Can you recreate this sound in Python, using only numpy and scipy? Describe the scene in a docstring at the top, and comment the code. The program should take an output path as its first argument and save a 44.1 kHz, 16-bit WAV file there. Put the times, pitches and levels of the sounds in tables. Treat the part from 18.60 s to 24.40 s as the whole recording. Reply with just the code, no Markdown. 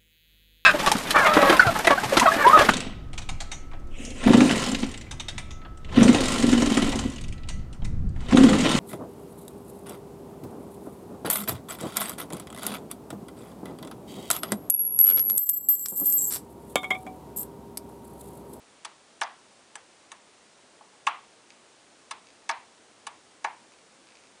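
"""In a small room, toggle switches on a handheld radio-control transmitter are flicked on a table.
The spring contact ticks, the lever knocks its stop and the plastic case rings: force pulses excite
a bank of decaying modes. Two dull finger taps fall on the case, and a small servo twitches now and
then as brief runs of ticks. An echo and a diffuse field surround them, over steady filtered noise."""
import sys
import numpy as np
from scipy import signal
from scipy.fft import rfft, irfft, next_fast_len
from scipy.io import wavfile

SR = 44100
rng = np.random.default_rng(int(sys.argv[2]) if len(sys.argv) > 2 else 0)


def waveform_to_disk(signal):
    """Save audio, clipped to [-1, 1], as 16-bit WAV at the path in sys.argv[1]."""
    frames = np.transpose(np.atleast_2d(signal))
    scaled = np.clip(frames, -1, 1) * 32767
    samples = np.round(scaled).astype(np.int16)
    wavfile.write(sys.argv[1], SR, samples)


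N = 255780

# Spectrum of the steady hiss, held constant above 9500 Hz: (frequency [Hz], relative density [dB])
HISS_SPECTRUM = [(15, -45), (25, -21), (124, -6), (152, -5.5), (227, 0), (339, 1.5), (532, 1), (737, -0.5),
                 (948, -1.5), (1730, -5.5), (2220, -6.5), (4710, -8.5), (10000, -11), (13000, -44),
                 (22000, -120)]
HISS_DB = -57   # rms level before the final low-pass

# Reverberation time of the room: (frequency [Hz], T60 [s])
ROOM_T60 = [(300, 0.18), (900, 0.3), (2000, 0.298), (4000, 0.38), (9000, 0.6)]
# Strength of the diffuse field: (frequency [Hz], reverberant over direct energy [dB])
ROOM_COLOUR = [(300, -10), (900, -6), (1400, -8.5), (2200, -6.5), (4000, -10.5), (9000, -41)]
ROOM_GAP_S, ROOM_BUILD_S = 0.00097, 0.00091   # delay and build-up time of the diffuse field
# A small hard object nearby returns only the treble
ECHO_S, ECHO_DB, ECHO_HZ = 0.0064, -10.5, 3240

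# Servo twitches: (time of first tick [s], ticks [count], level [dB], change per tick [dB])
TWITCHES = [(2.9042, 3, -41.5, -10), (3.6700, 3, -48.5, -1), (5.1200, 2, -53, 0), (5.1870, 1, -52, 0),
            (5.471, 4, -49.5, -0.5), (5.5538, 3, -47.5, -1.5), (5.637, 3, -53.5, 0.4)]
# Modes of the servo: (frequency [Hz], level [dB], T60 [s])
SERVO_MODES = [(2300, 2, 0.008), (2630, -1.5, 0.0125), (3050, -5, .008), (3830, -5, 0.008),
               (4770, 1.5, 0.0061), (6630, -2, 0.0062)]
PULSE_S = 0.0168   # control pulse interval

# Frequencies at which the drive of a blow is specified: (frequency [Hz])
BLOW_HZ = [850, 1150, 1700, 2800, 5000, 8500]
# Colour of each kind of blow: (drive at each BLOW_HZ [dB] .., chatter time constant [ms]);
# a negative time constant makes the chatter swell until its window ends
CONTACT = (-21, -23, -18, -14, -2.5, -5, 0.1)
STOP = (-2, -5.5, -1.5, 0, -3, -8, 3)
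REBOUND = (-8.5, -0.5, -16, -16, -23, -24, -3)
SETTLE = (0.5, -2, -18, -14, 3, -22, -6.5)
SPRING = (-21, -16, -16.5, -4, -7.5, 1, 1.8)
SEAT = (-3.5, -0.5, -12, 0.5, 3, -17, 3.5)
TAP = (-0.5, -2, -27.5, -13, -15, -21, 6)
# Weighting of the crack, favouring 2800 over 1700 Hz: (multiplier of the crack's dB at each BLOW_HZ ..)
CRACK = (0, 0, -0.5, 1, 0, 0)

# Dull finger taps on the case: (time [s], level [dB])
TAPS = [(2.2094, -40.5), (2.3350, -49.5)]
# Light throws: (time of tick [s], tick [dB], seating [dB], seating lag [ms], seating hardness [dB/octave])
FLICKS = [(0.2477, -23, -29.5, 3.2, 2.5), (1.1544, -22.5, -40, 5.9, -7), (1.5170, -25.5, -40.5, 6.3, -10),
          (3.5090, -23.5, -27.5, 3.0, 3), (4.4674, -23, -30, 3.5, -0.5)]
# Hard throws: (time of knock [s], tick [dB], knock [dB], rebound [dB], settling [dB], tick lead [ms],
# rebound lag [ms], hardness of all but the tick [dB/octave], crack of the knock [dB])
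SNAPS = [(0.6147, -20, -19.5, -17.5, -22.5, 2.5, 4.1, 2, 3.5),
         (2.4694, -23, -19.5, -12.5, -49, 2.3, 3.71, 1, 12),
         (3.8937, -21.5, -19, -20, -22.5, 2.3, 4.1, 1, 2),
         (4.8461, -23, -18.5, -23, -28.5, 3, 3.4, -2.5, 3.5)]
SETTLE_MS = 3.424   # after the rebound

# Modes of case and switch: (frequency [Hz], level [dB], T60 [s])
CASE_MODES = [(348, -24.5, 0.04), (638, -19.5, 0.052), (672.6, -15.5, 0.091), (834, -6, 0.071),
              (921, -1.5, 0.047), (909, -0.5, 0.055), (1103, -0.5, 0.035), (1248, -4.5, 0.036),
              (1313, -5.5, 0.037), (1473, -2.5, 0.017), (1692, -4.5, 0.066), (1826, -8, 0.061),
              (2240, 0.5, 0.015), (2322, 1, 0.0099), (2547, -3, 0.0084), (2973, -9.5, 0.013),
              (3405, -10.5, 0.019), (3584, -7, 0.0078), (3996, -13.5, 0.016), (4340, -14, 0.0086),
              (4830, -11, 0.0094), (5320, -9, 0.00605), (6080, -2, 0.0047), (7100, -6.5, 0.005),
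              (7700, -12, 0.0084), (8300, -5.5, 0.0058), (8280, -0.5, 0.0019), (9570, -5.5, 0.0054)]
BLOW_SPREAD_DB = 1.5   # standard deviation, drawn for every blow and mode
CHATTER_DB, CHATTER_HZ = -0.5, 3600   # above this the chatter takes over from the single push
CASE_LOW_HZ = 315   # the small case radiates little below this

CUTOFF_HZ, CONVERTER_DB = 10050, -99


def amp(db):
    """Level definition: decibels to an amplitude ratio."""
    return 10 ** (np.asarray(db) / 20)


def at_hz(points, hz):
    """Logarithmic frequency scale: interpolates a (frequency [Hz], value) table along it."""
    points = np.array(points)
    return np.interp(np.log(hz), np.log(points[:, 0]), points[:, 1])


def filtered(x, order, hz, kind="low"):
    """Linear filtering: a Butterworth filter of the given order and kind."""
    return signal.sosfilt(signal.butter(order, hz, kind, fs=SR, output="sos"), x)


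def hiss():
    """Stationary noise: room air and preamplifier as white noise shaped by a smooth spectrum."""
    size = next_fast_len(N)
    hz = np.maximum(np.arange(size // 2 + 1) * SR / size, 1)
    shape = amp(at_hz(HISS_SPECTRUM, np.minimum(hz, 9500)))
    noise = irfft(rfft(rng.standard_normal(size)) * shape, size)[:N]
    noise = filtered(noise, 8, CUTOFF_HZ)
    return amp(HISS_DB) * noise / np.std(noise)


def near_echo(x):
    """Specular reflection: a delayed copy containing only the treble."""
    bright = filtered(x, 2, ECHO_HZ, "high")
    return amp(ECHO_DB) * np.roll(bright, round(ECHO_S * SR))


def diffuse_field(x):
    """Statistical reverberation: the stored energy of each band shapes dying noise."""
    out = np.zeros(N)
    edges = 250 * 2 ** (np.arange(23) / 4)   # quarter-octave bands
    white = rng.standard_normal((2, N))   # adjacent bands use different noises
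    build = np.exp(-1 / (ROOM_BUILD_S * SR))
    for k, (low, high) in enumerate(zip(edges, edges[1:])):
        direct, noise = filtered([x, white[k % 2]], 2, [low, high], "band")
        hz = np.sqrt(low * high)
        # Energy falls 60 dB in T60, hence 120 on the amplitude scale
        fade = amp(-120 / (at_hz(ROOM_T60, hz) * SR))
        energy = direct ** 2 + 1e-18   # tiny floor keeps the square root safe
        stored = signal.lfilter([1 - fade], [1, -fade], energy)
        stored = signal.lfilter([1 - build], [1, -build], stored)
        stored = np.roll(stored, round(ROOM_GAP_S * SR))
        out += amp(at_hz(ROOM_COLOUR, hz)) * np.sqrt(stored) * noise / np.std(noise)
    return out


def room(x):
    """Superposition: direct sound, one near echo and the diffuse field."""
    return x + near_echo(x) + diffuse_field(x)


def strike(times, forces, hz, t60):
    """Damped resonance: force pulses (one row each) ring a mode; a unit click gives a sine of height 1."""
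    drive = np.full(N, 1e-18)   # inaudible floor
    for s, force in zip(times, forces):
        at = round(s * SR)
        drive[at:at + len(force)] += force
    radius = amp(-60 / (t60 * SR))
    angle = 2 * np.pi * hz / SR
    return signal.lfilter([0, np.sin(angle)], [1, -2 * radius * np.cos(angle), radius ** 2], drive)


def servo():
    """Impulsive excitation: the gear train ticks once per control pulse while the servo hunts for its place."""
    times = np.concatenate([s + PULSE_S * np.arange(n) for s, n, _, _ in TWITCHES])
    gains = np.concatenate([amp(db + step * np.arange(n)) for _, n, db, step in TWITCHES])
    out = np.zeros(N)
    for k, (hz, level_db, t60) in enumerate(SERVO_MODES):
        clicks = gains[:, None] * amp(level_db)   # one sample each
        out += (-1) ** k * strike(times, clicks, hz, t60)
    return out


def blow(s, colour, level_db, hardness=0):
    """Contact stiffness: hardness tilts the drive spectrum; returns (time, drive .., chatter constant)."""
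    octaves = np.log2(np.array(BLOW_HZ) / BLOW_HZ[1])
    drive_db = np.array(colour[:-1]) + level_db + hardness * octaves
    return [s, *drive_db, colour[-1]]


def blows():
    """Successive impacts: every throw of a lever unfolds into its run of blows."""
    rows = [blow(s, TAP, db) for s, db in TAPS]
    for s, tick_db, knock_db, rebound_db, settle_db, lead_ms, lag_ms, hardness, crack_db in SNAPS:
        cracked_db = knock_db + crack_db * np.array(CRACK)
        rows += [blow(s - lead_ms / 1000, CONTACT, tick_db),
                 blow(s, STOP, cracked_db, hardness),
                 blow(s + lag_ms / 1000, REBOUND, rebound_db, hardness),
                 blow(s + (lag_ms + SETTLE_MS) / 1000, SETTLE, settle_db, hardness)]
    for s, tick_db, seat_db, lag_ms, hardness in FLICKS:
        rows += [blow(s, SPRING, tick_db),
                 blow(s + lag_ms / 1000, SEAT, seat_db, hardness)]
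    return np.array(rows)


def blow_forces(time_constants_ms):
    """Force spectrum: a single push supplies the low part, a noisy chatter of the parts the treble."""
    ms = np.arange(600) / SR * 1000
    envelope = np.sqrt(ms) * np.exp(-ms / time_constants_ms[:, None])
    chatter = rng.standard_normal(envelope.shape) * envelope
    # As much energy as one unit click
    chatter /= np.sqrt(np.sum(chatter ** 2, axis=1, keepdims=True))
    push = (ms == 0).astype(float)
    return filtered(push, 2, CHATTER_HZ) + amp(CHATTER_DB) * filtered(chatter, 2, CHATTER_HZ, "high")


def switches():
    """Modal superposition: the colour and hardness of each blow set its drive of every case mode."""
    rows = blows()
    times, drives_db = rows[:, 0], rows[:, 1:-1]
    forces = blow_forces(rows[:, -1])
    chance = rng.standard_normal((len(rows), len(CASE_MODES)))
    out = np.zeros(N)
    for k, (hz, level_db, t60) in enumerate(CASE_MODES):
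        drive_db = np.array([at_hz(np.transpose([BLOW_HZ, row]), hz) for row in drives_db])
        gains = amp(drive_db + level_db + BLOW_SPREAD_DB * chance[:, k])
        out += (-1) ** k * strike(times, gains[:, None] * forces, hz, t60)   # alternating polarity
    return out


def scene():
    """Radiation from a small body: clicks lose their bass, then sound in the room over the hiss."""
    clicks = filtered(switches() + servo(), 3, CASE_LOW_HZ, "high")
    return (room(clicks) + hiss())[None]


def record(dry):
    """Band limitation: a steep elliptic low-pass cuts the top, then faint white converter noise is added."""
    steep = signal.ellip(12, 0.5, 70, CUTOFF_HZ, fs=SR, output="sos")
    cut = signal.sosfilt(steep, dry)
    return cut + amp(CONVERTER_DB) * rng.standard_normal(dry.shape)


dry = scene()
out = record(dry)
waveform_to_disk(out)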